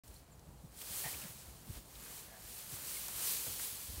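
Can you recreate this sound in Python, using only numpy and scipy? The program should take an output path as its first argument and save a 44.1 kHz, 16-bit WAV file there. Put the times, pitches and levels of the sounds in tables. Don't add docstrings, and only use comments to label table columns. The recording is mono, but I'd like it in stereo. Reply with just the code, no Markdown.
import sys
import numpy as np
from scipy import signal
from scipy.fft import rfft, irfft
from scipy.io import wavfile
from scipy.ndimage import uniform_filter1d

SR = 44100
rng = np.random.default_rng(int(sys.argv[2]) if len(sys.argv) > 2 else 0)


def digitize_waveform(pressure):
    field = np.atleast_2d(pressure).T
    bounded = np.clip(field, -1, 1)
    quanta = np.round(bounded * 32767).astype(np.int16)
    wavfile.write(sys.argv[1], SR, quanta)


N = 176400
T = np.arange(N) / SR


def hay_rustle():
    # t/s, relative level/dB
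    movement = [(0.04, -62), (0.16, -60), (0.24, -67.5), (0.71, -65), (0.82, -47), (0.83, -50.5),
                (0.97, -42.5), (1.09, -44), (1.37, -54.5), (1.64, -59.5), (1.74, -52), (1.84, -60.5),
                (2.05, -52), (2.18, -50), (2.29, -57), (2.37, -57), (2.53, -49.5), (2.69, -50.5),
                (2.74, -46), (2.8, -48.5), (2.91, -44), (3.12, -47), (3.28, -37.5), (3.39, -42),
                (3.57, -45), (3.63, -42), (3.75, -46.5), (4.0, -49)]
    # f/Hz, relative level/dB
    stalk_spectrum = [(150, -23.5), (280, -10), (460, -7), (660, -14), (950, -7.5), (1400, -11), (2000, -9),
                      (3100, -5), (3700, -5.5), (4250, -3), (5200, -5), (6600, -3.5), (7600, -1.9),
                      (8800, 0), (10500, -1.5), (15500, -1.4)]
    busy_db, busy_ticks_per_s = -46.5, 9000
    tick_db, slide_db = -5, -0.5
    stem_q, stem_wander_db = 12, 2
    treble_hz, treble_db_per_db = 7240, 0.2163
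    level_db = curve(movement)
    rate = busy_ticks_per_s * undb(level_db - busy_db) ** .6
    stem_pitches = np.geomspace(1200, 14500, num=22)
    stems = 0
    for hz in stem_pitches:
        stem = ring(ticks(rate / len(stem_pitches)), hz, hz / stem_q)
        stems = stems + stem * undb(stem_wander_db * wander(23))
    ticking = (ticks(rate) + unit(stems)) * undb(tick_db)
    sliding = noise() * undb(slide_db)
    rustle = colour(ticking + sliding, stalk_spectrum)
    treble = signal.sosfiltfilt(signal.butter(2, treble_hz, "high", fs=SR, output="sos"), rustle)
    treble_gain = undb(treble_db_per_db * (level_db - busy_db))
    flutter_db = 0.42 * wander(34)
    return (rustle + treble * (treble_gain - 1)) * undb(level_db + 2.02 + flutter_db)


def hay_crush():
    # t/s, level/dB
    pressure = [(.04, -72.5), (.7, -79.5), (.85, -61), (1.12, -59), (1.27, -57), (1.36, -69.5),
                (1.66, -70.5), (1.77, -62), (1.83, -72.5), (2.07, -60.5), (2.45, -67), (2.8, -60),
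                (3.05, -62.5), (3.23, -54), (3.38, -69), (3.5, -63), (4.0, -66.5)]
    # f/Hz, relative level/dB
    crush_spectrum = [(100, 1.5), (200, -3.5), (500, 0), (900, -1.5), (1800, -1.5), (3000, -7.5),
                      (6000, -21)]
    return colour(ticks(rate=1800), crush_spectrum) * undb(curve(pressure) + 1.2 * wander(30))


def thuds():
    # peak t/s, level/dB, f/Hz at the peak, decay/s, crunch level/dB
    blows = [(0.107, -50.5, 70.4, 0.022, -74), (0.395, -60, 75, 0.025, -73),
             (0.491, -47.5, 138, 0.0072, -65), (0.649, -44.5, 148, .010, -68), (.83, -62, 99, 0.013, -54),
             (0.912, -50.5, 97, 0.017, -59), (1.063, -45, 139, 0.016, -58), (1.153, -50, 82, 0.025, -73),
             (1.255, -48.5, 186, 0.017, -61), (1.304, -49, 132, 0.0082, -68),
             (1.495, -50.5, 66.6, 0.031, -61.5), (1.686, -48, 198, 0.0102, -65),
             (1.706, -38.5, 101, 0.014, -64), (1.772, -45.5, 61.7, 0.018, -54),
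             (1.978, -54, 55, 0.018, -76), (2.038, -58.5, 132, 0.019, -65), (2.453, -55.5, 60, 0.024, -69),
             (2.741, -47.5, 113, 0.017, -78), (3.485, -45.5, 113, 0.02, -52),
             (3.729, -54.5, 99, 0.015, -66), (3.9, -43.5, 74, 0.015, -70), (3.943, -46.5, 94.5, 0.023, -62),
             (3.983, -42, 79.5, .016, -68)]
    # f/Hz, relative level/dB
    crunch_spectrum = [(180, -8), (330, 0.5), (520, -4.5), (900, -10.5), (2000, -18), (5000, -15)]
    sag_octaves, earth_db = 0.84, -13
    ground_hz, ground_db, ground_decay_s = 51, -15, 0.058
    crunch = colour(noise(), crunch_spectrum)
    out = 0
    for at, db, hz, decay, crunch_db in blows:
        pitch = hz * 2 ** (-sag_octaves * np.tanh((T - at) / decay / 2))
        phase = 2 * np.pi * np.cumsum(pitch) / SR
        body = np.cos(phase - np.interp(at, T, phase))
        earth = undb(earth_db) * unit(ring(ring(noise(), 127, 200), 150, 270))
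        ground = np.cos(2 * np.pi * ground_hz * (T - at))
        boom = undb(ground_db) * swell(at, decay, ground_decay_s) * ground
        push = swell(at, 0.84 * decay, decay)
        out = out + undb(db) * (push * (body + earth) + boom) + undb(crunch_db) * push * crunch
    return out


def stem_cracks():
    # peak t/s, level/dB, f/Hz, decay/s
    cracks = [(0.079, -54.5, 8100, 0.0049), (0.142, -57, 10000, .008), (0.395, -56, 6000, 0.0016),
              (0.816, -50.5, 3160, .006), (1.24, -50, 1910, 0.0047), (1.754, -57.5, 3520, 0.0094),
              (1.955, -53.5, 4000, 0.0049), (2.063, -55, 1500, .004), (3.084, -37.5, 8100, .001),
              (3.084, -46, 990, 0.0052), (3.086, -58, 2300, .004), (3.467, -46, 477, 0.0071),
              (3.596, -44.5, 1710, .004)]
    out = 0
    for at, db, hz, decay in cracks:
        splinter = unit(ring(noise(), hz, width_hz=0.54 * hz))
        out = out + undb(db) * swell(at, 0.00099, decay) * splinter
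    return out


def snorts():
    # peak t/s, level/dB, decay/s, scale of the nose frequencies, tilt/(dB per octave)
    puffs = [(1.061, -45, 0.031, 0.96, -1), (2.342, -58.5, 0.07, 0.856, -5)]
    # f/Hz, half-width of one filter pass/Hz, relative level/dB
    nose = [(823, 160, -0.5), (1950, 140, 2), (2520, 200, -4.5), (3350, 260, -11)]
    out = 0
    for at, db, decay, scale, tilt in puffs:
        breath = 0
        for hz, half_width, resonance_db in nose:
            centre, width = hz * scale, 2 * half_width
            band = unit(ring(ring(noise(), centre, width), centre, width))
            breath = breath + undb(resonance_db + tilt * np.log2(hz / nose[0][0])) * band
        out = out + undb(db) * swell(at, 0.64 * decay, decay) * unit(breath)
    return out


def distant_birds():
    # peak t/s, level/dB, f/Hz, glide/(octaves per s), rise and decay/s, waver as a share of f
    chirps = [(0.165, -58, 4280, -1, .004, 0.036), (.328, -61.5, 7350, -6, 0.011, .015),
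              (1.143, -46, 2550, 3.5, .005, 0.064), (1.223, -51, 2750, 7, .008, 0.077),
              (2.972, -45.5, 2200, -4, 0.0048, 0.027)]
    out = 0
    for at, db, hz, glide, length, waver in chirps:
        octaves = glide * np.clip(T - at, -2 * length, 2 * length)
        pitch = hz * 2 ** octaves * (1 + waver * wander(430))
        whistle = np.sin(2 * np.pi * np.cumsum(pitch) / SR)
        out = out + undb(db) * swell(at, length, length) * whistle
    return out


def outdoor_rumble():
    # f/Hz, relative level/dB
    air_spectrum = [(25, -14), (36, -11.5), (54, 3), (80, -4), (140, -3), (220, -10), (340, -15),
                    (520, -15), (850, -16.5), (2000, -30), (5500, -53.5), (8000, -24), (15500, -34)]
    lowpass = signal.butter(1, 2500, fs=SR, output="sos")
    air = signal.sosfilt(lowpass, colour(noise(), air_spectrum))
    return air * undb(-59.5 + .8 * wander(6.7))


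def undb(db):
    return 10 ** (np.asarray(db) / 20)


def unit(x):
    return x / np.sqrt(np.mean(x ** 2) + 1e-30)


def curve(rows):
    return np.interp(T, *np.array(rows).T)


def colour(x, points):
    hz, db = np.array(points).T
    f = np.maximum(np.arange(N // 2 + 1) * SR / N, 1)
    gain = undb(np.interp(np.log(f), np.log(hz), db)) * np.minimum(f / hz[0], 1) ** 2
    cepstrum = irfft(np.log(gain), N)
    cepstrum[1:N // 2] *= 2
    cepstrum[N // 2 + 1:] = 0
    return unit(irfft(rfft(x) * np.exp(rfft(cepstrum)), N))


def ring(x, hz, width_hz):
    return signal.lfilter(*signal.iirpeak(hz, hz / width_hz, SR), x)


def noise():
    return rng.standard_normal(N)


def wander(rate):
    span = int(SR / rate)
    smoothed = uniform_filter1d(noise(), span, mode="wrap")
    return unit(uniform_filter1d(smoothed, span, mode="wrap"))


def swell(at, rise, decay):
    exponent = np.where(T < at, ((T - at) / rise) ** 2, (T - at) / decay)
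    return np.exp(-np.minimum(exponent, 60))


def ticks(rate, spread_db=2, max_db=10):
    hit = rng.random(N) < rate / SR
    size = undb(np.minimum(spread_db * rng.exponential(size=N), max_db))
    return unit(hit * size * np.sign(noise()) / np.sqrt(rate))


def scene():
    bull = hay_rustle() + hay_crush() + thuds() + stem_cracks() + snorts()
    return np.tile(bull + distant_birds() + outdoor_rumble(), (2, 1))


def record(dry):
    start_s, top_hz = .036, 15750
    lowpass = signal.ellip(12, .2, 80, top_hz, fs=SR, output="sos")
    return signal.sosfilt(lowpass, dry * (T > start_s))


dry = scene()
out = record(dry)
digitize_waveform(out)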